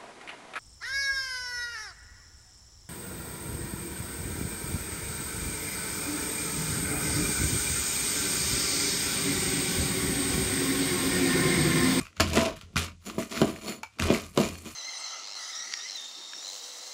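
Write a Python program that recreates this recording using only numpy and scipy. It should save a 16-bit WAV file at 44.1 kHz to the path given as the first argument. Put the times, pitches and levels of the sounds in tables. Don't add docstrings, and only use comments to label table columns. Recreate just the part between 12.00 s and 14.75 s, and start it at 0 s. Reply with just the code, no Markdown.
import sys
import numpy as np
from scipy import signal
from scipy.fft import rfft, irfft, next_fast_len
from scipy.io import wavfile

SR = 44100
rng = np.random.default_rng(int(sys.argv[2]) if len(sys.argv) > 2 else 0)


def nominal_scale(level):
    x = np.asarray(level, float) / 20
    return 10 ** x


def transcribe(signal):
    frames = np.atleast_2d(signal).T
    limited = np.clip(frames, -1, 1)
    pcm = np.round(limited * 32767).astype(np.int16)
    wavfile.write(sys.argv[1], SR, pcm)


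N = 121275

# pitch_hz, level_db
CRUMB_SPECTRUM = [(410, -4), (680, -10), (800, -16), (1360, 0.5), (1610, -7), (2830, -2), (7040, -12.5),
                  (13300, -29.5), (15800, -35)]


def rms_one(x):
    return x / np.sqrt(np.mean(x ** 2) + 1e-20)


def in_time(rows):
    s, *columns = np.transpose(rows)
    return [np.interp(np.arange(N) / SR, s, column) for column in columns]


def high_pass(x, hz, order=2):
    return signal.sosfilt(signal.butter(order, hz, "high", fs=SR, output="sos"), x)


def colour(x, points):
    hz, db = np.transpose(points)
    f = np.maximum(np.fft.rfftfreq(N, 1 / SR), 1)
    return irfft(rfft(x) * nominal_scale(np.interp(np.log(f), np.log(hz), db)), N)


def drift(rate_hz):
    r = np.exp(-2 * np.pi * rate_hz / SR)
    noise = rng.standard_normal(N + SR)
    return rms_one(signal.lfilter([1], [1, -2 * r, r * r], noise)[SR:])


def grains(per_s, spread_db):
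    sizes = nominal_scale(spread_db * np.minimum(rng.exponential(1, N), 5)) * rng.choice([-1, 1], N)
    return rms_one(sizes * (rng.random(N) < per_s / SR))


def ring(clicks, hz, t60):
    r = nominal_scale(-60 / (max(t60, .001) * SR))
    w = 2 * np.pi * min(hz, .45 * SR) / SR
    return signal.lfilter([0, np.sin(w)], [1, -2 * r * np.cos(w), r * r], clicks + 1e-18)


def body(clicks, modes):
    return sum(nominal_scale(db) * ring(clicks, hz, t60) for hz, db, t60 in modes)


def struck(rows, modes, soft_hz):
    s, db = np.transpose(rows)
    chance_db = rng.normal(0, 2.5, (len(s), len(modes)))
    out = 0
    for k, (hz, level_db, t60) in enumerate(modes):
        clicks = np.zeros(N)
        clicks[(s * SR).astype(int)] = -nominal_scale(db + level_db + chance_db[:, k])
        out = out + ring(clicks, hz, t60)
    r = np.exp(-2 * np.pi * soft_hz / SR)
    return signal.lfilter([(1 - r) ** 2], [1, -2 * r, r * r], out)


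def stroke_rows():
    # time_s, grit_db, counter_rumble_db, grit_treble_db
    strokes = [
        [(0.0, -47.5, -44, 13.5), (0.076, -60, -68, 6), (0.142, -80, -60, -13), (0.17, -51.5, -61, -30),
         (0.19, -54.5, -56, 2)],
        [(0.199, -32, -21, -9), (0.205, -18, -15, -1.5), (0.233, -39, -31, -5), (0.297, -43.5, -36.5, 9.5),
         (0.325, -39.5, -36, -5)],
        [(0.333, -34, -32.5, 11), (0.379, -29, -20, 5.5), (0.413, -32, -32, 4), (0.477, -36.5, -35, -4),
         (0.55, -58, -54, -11)],
        [(0.558, -47.5, -74, 5), (0.6, -61.5, -80, 1)],
        [(0.611, -47, -68, 12), (0.639, -60.5, -71, -10), (0.697, -72, -55.5, -16), (0.75, -66.5, -55, 7)],
        [(0.766, -26, -39, 0), (0.79, -34, -39.5, 7.5), (0.854, -40, -43.5, 1.5), (0.98, -83, -78, -21),
         (1.03, -59.5, -67, -7.5)],
        [(1.032, -65, -73, 7), (1.072, -42, -34, 6.5), (1.138, -58.5, -42.5, 4), (1.17, -53, -39, 7)],
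        [(1.183, -38.5, -21, 6.5), (1.295, -61.5, -53, 17), (1.317, -42.5, -32, 4), (1.395, -39.5, -30, 2),
         (1.41, -42, -22.5, 10)],
        [(1.417, -31, -6.5, -42), (1.443, -44.5, -19.5, 7.5), (1.609, -54.5, -45, 6.5),
         (1.693, -40.5, -28.5, 6.5), (1.82, -65.5, -52.5, 1)],
        [(1.833, -31, -80, -26), (1.843, -42, -69, -31), (1.861, -82, -83.5, -10), (1.943, -66, -68, 3),
         (1.98, -66, -48, 1)],
        [(1.994, -37, -33, 4), (2.126, -33, -18, 2.7), (2.328, -66, -64.5, 16.5), (2.365, -49.5, -32, 11)],
        [(2.376, -34.5, -8.5, -31), (2.388, -38, -12.5, 8), (2.445, -37.5, -24.5, 4), (2.51, -50, -39, 12),
         (2.61, -58.5, -50, 17)],
        [(2.628, -62.5, -49, 10), (2.676, -45, -35, 9), (2.75, -60, -76, 22)],
    ]
    held = []
    for rows, after in zip(strokes, strokes[1:]):
        held.append(rows + [(after[0][0] - .001, *rows[-1][1:])])
    rows = np.vstack(held + strokes[-1:])
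    rows[:, 0] = np.maximum.accumulate(rows[:, 0])
    return rows


def grit(level_db, treble_db):
    # pitch_hz, level_db, t60_s
    bag_modes = [(1198, 6.5, 0.0096), (2467, -3.5, 0.029), (2970, 3.5, 0.0032)]
    # time_s, level_db
    bag_level = [(0, 1), (.25, -19), (1.1, -8.5), (2.75, -6)]
    cracks_per_s, clump_db, crack_spread_db = 7000, 4.5, 4.0
    crack_cycles = 6.0
    cracks = grains(cracks_per_s * nominal_scale(clump_db * drift(60)), crack_spread_db)
    dealt = rng.integers(0, 20, N)
    rings = 0
    for k, hz in enumerate(np.geomspace(700, 16000, 20)):
        rings = rings + ring(cracks * (dealt == k), hz, crack_cycles / hz) * hz
    rings = rms_one(colour(rings, CRUMB_SPECTRUM))
    bag = rms_one(body(rings, bag_modes))
    rings = rms_one(rings + nominal_scale(in_time(bag_level)[0]) * bag)
    low = signal.sosfiltfilt(signal.butter(2, 7500, fs=SR, output="sos"), rings)
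    return nominal_scale(1.5 + level_db) * (low + nominal_scale(treble_db) * (rings - low))


def snaps():
    # start_s, level_db, pitch_hz
    snap_rows = [(0.0531, -34, 2520), (0.0676, -34, 2500), (0.129, -47.5, 2830), (0.167, -33.5, 1320),
                 (0.1987, -8, 1770), (0.205, -3, 1570), (0.3327, -16.5, 960), (0.372, -10.5, 1990),
                 (0.56, -49, 2820), (0.608, -50, 3000), (0.7584, -16, 1460), (0.7661, -9.5, 2350),
                 (1.0981, -22, 1300), (1.191, -30, 2550), (1.2238, -27, 2600), (1.231, -27.5, 2580),
                 (1.316, -31, 2350), (1.3554, -24.5, 1990), (1.3745, -18, 2060), (1.4156, -12.5, 1540),
                 (1.475, -26, 1210), (1.561, -30.5, 2740), (1.6776, -35, 4400), (1.7218, -29.5, 2100),
                 (1.832, -24, 1370), (1.9862, -26, 1280), (1.9983, -14.5, 2700), (2.021, -14, 1390),
                 (2.147, -18, 2410), (2.3748, -9, 1240), (2.5534, -31, 2660)]
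    rise_s, decay_s = 0.00052, .002
    tint_cycles = 8.0
    snap_db, tint_db = -3.5, -1
    out, t = np.zeros(N + 4096), np.arange(4096) / SR
    envelope = np.exp(-t / decay_s) * (1 - np.exp(-t / rise_s))
    noise = np.tile(rms_one(colour(rng.standard_normal(N), CRUMB_SPECTRUM)), 2)
    for s, db, hz in snap_rows:
        i = int(s * SR)
        burst = noise[i:i + 4096] * envelope
        tint = rms_one(ring(burst, hz, tint_cycles / hz)) * np.sqrt(np.mean(burst ** 2))
        out[i:i + 4096] += nominal_scale(db + snap_db) * (burst + nominal_scale(tint_db) * tint)
    return high_pass(out[:N], 920)


def counter(rumble_db):
    # pitch_hz, level_db, t60_s
    top_modes = [(200, -14.5, 0.22), (243, -1.5, 0.14), (309, -2, 0.078), (378.2, 2.5, 0.054),
                 (421, -8, 0.076), (457, -7, 0.07), (563.7, 1.5, 0.046), (654, -2, 0.12), (980, 0, 0.031)]
    # start_s, level_db
    knock_rows = [(0.3715, -5), (0.385, -13), (1.1815, -10.5), (1.4165, -4), (2.103, -3.5), (2.115, -8.5),
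                  (2.3755, -4.5), (2.386, -12), (2.659, -29.5)]
    # time_s, level_db
    upper_level = [(.3, -3.5), (.4, 10.5), (.52, 12.5), (.7, -6), (.82, 2), (1.05, -6.5), (2.5, -5.5)]
    bumps = grains(800, 1.5)
    (upper_db,) = in_time(upper_level)
    pressed = np.array(top_modes) * [1, 1, 0.61]
    rumble = body(bumps, pressed[:4]) + nominal_scale(upper_db) * body(bumps, pressed[4:])
    knocks = nominal_scale(-11) * struck(knock_rows, top_modes, soft_hz=535)
    return nominal_scale(-3.5 + rumble_db) * rms_one(rumble) + knocks


def pin(grit_db):
    # pitch_hz, level_db, t60_s
    pin_modes = [(895, -3, .06), (2309, 1, .11), (4350, -5, .08), (7030, 4, .035), (10280, 3, .016),
                 (14200, 2, .01)]
    # time_s, level_db
    hum_level = [(0, -13), (.95, -18), (1.05, -1.5), (1.38, -7), (1.55, -5.5), (1.78, 0), (1.84, -53),
                 (2.17, -11), (2.75, -3)]
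    # time_s, level_db
    third_level = [(1.3, -5), (1.66, 4), (1.68, 10.5), (1.78, -1), (2.0, 5)]
    # start_s, level_db
    tap_rows = [(1.8318, -31)]
    (share_db,), (third_db,) = in_time(hum_level), in_time(third_level)
    rubs = grains(4600, 2.9)
    hum = rms_one(nominal_scale(third_db) * body(rubs, pin_modes[2:3]) + body(rubs, pin_modes[3:]))
    return nominal_scale(grit_db + share_db) * hum + struck(tap_rows, pin_modes, soft_hz=4270)


def cabinet():
    # pitch_hz, level_db, t60_s
    cabinet_modes = [(40, -21.5, 0.34), (84.9, 0, 0.34), (139.4, 1, 0.068), (172.5, -7.5, 0.16),
                     (229, -6, 0.19)]
    # time_s, level_db
    boom_level = [(0.0, -31), (0.15, -68.5), (0.21, -25), (0.51, -40), (0.72, -51), (0.77, -33),
                  (1.02, -53.5), (1.22, -40.5), (1.35, -55), (1.43, -35), (1.94, -77), (2.04, -24.5),
                  (2.34, -47.5), (2.37, -34.5), (2.75, -49.5)]
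    # start_s, level_db
    thud_rows = [(0.201, -9), (0.759, -8), (1.188, -26.5), (1.999, -16), (2.022, -13)]
    (boom_db,) = in_time(boom_level)
    bumps = grains(250, 3.8)
    panels = nominal_scale(-4.5 + boom_db) * rms_one(body(bumps, cabinet_modes[1:4]))
    thuds = nominal_scale(-13.5) * struck(thud_rows, cabinet_modes[1:], soft_hz=300)
    deep = nominal_scale(-4.5 - 8.5 + boom_db) * rms_one(body(bumps, cabinet_modes[:1]))
    return deep + high_pass(panels + thuds, 71.6, order=4)


def kitchen(x):
    t60_s, wall_cut_hz = 0.17, 5800
    size = next_fast_len(N + SR)
    w = 2 * np.pi * np.arange(size // 2 + 1) / size
    dull = 1 / (1 + 1j * w * SR / (2 * np.pi * wall_cut_hz))
    echo = 0
    for k, lag in enumerate(rng.uniform(.008, .04, 10) * SR):
        lag_s = lag / SR
        loop = nominal_scale(-60 * lag_s / t60_s) * dull ** (lag_s / 0.22) * np.exp(-1j * w * lag)
        echo = echo + (-1) ** k * loop / (1 - loop)
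    return irfft(rfft(x, size) * echo, size)[:N]


def air():
    # pitch_hz, level_db
    air_spectrum = [(25, -16), (90, 17), (250, -21.5), (1150, -24), (2800, -14.5), (7000, -11),
                    (11000, -25), (16000, -80)]
    return nominal_scale(-64) * rms_one(colour(rng.standard_normal(N), air_spectrum))


def scene():
    grit_db, rumble_db, treble_db = in_time(stroke_rows())
    crumbs = high_pass(snaps() + grit(grit_db, treble_db) + pin(grit_db), 550)
    near = crumbs + high_pass(counter(rumble_db), 150, order=4)
    return (near + nominal_scale(-13) * kitchen(near) + cabinet() + air())[None]


def top_cut(x):
    return signal.sosfilt(signal.butter(12, 16370, fs=SR, output="sos"), x)


def record(dry):
    peak_limit = .45
    mix = high_pass(dry, 42)
    mix = peak_limit * np.tanh(mix / peak_limit)
    mix = signal.sosfilt(signal.cheby2(12, 60, 16350, fs=SR, output="sos"), mix)
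    return top_cut(mix)


dry = scene()
out = record(dry)
transcribe(out)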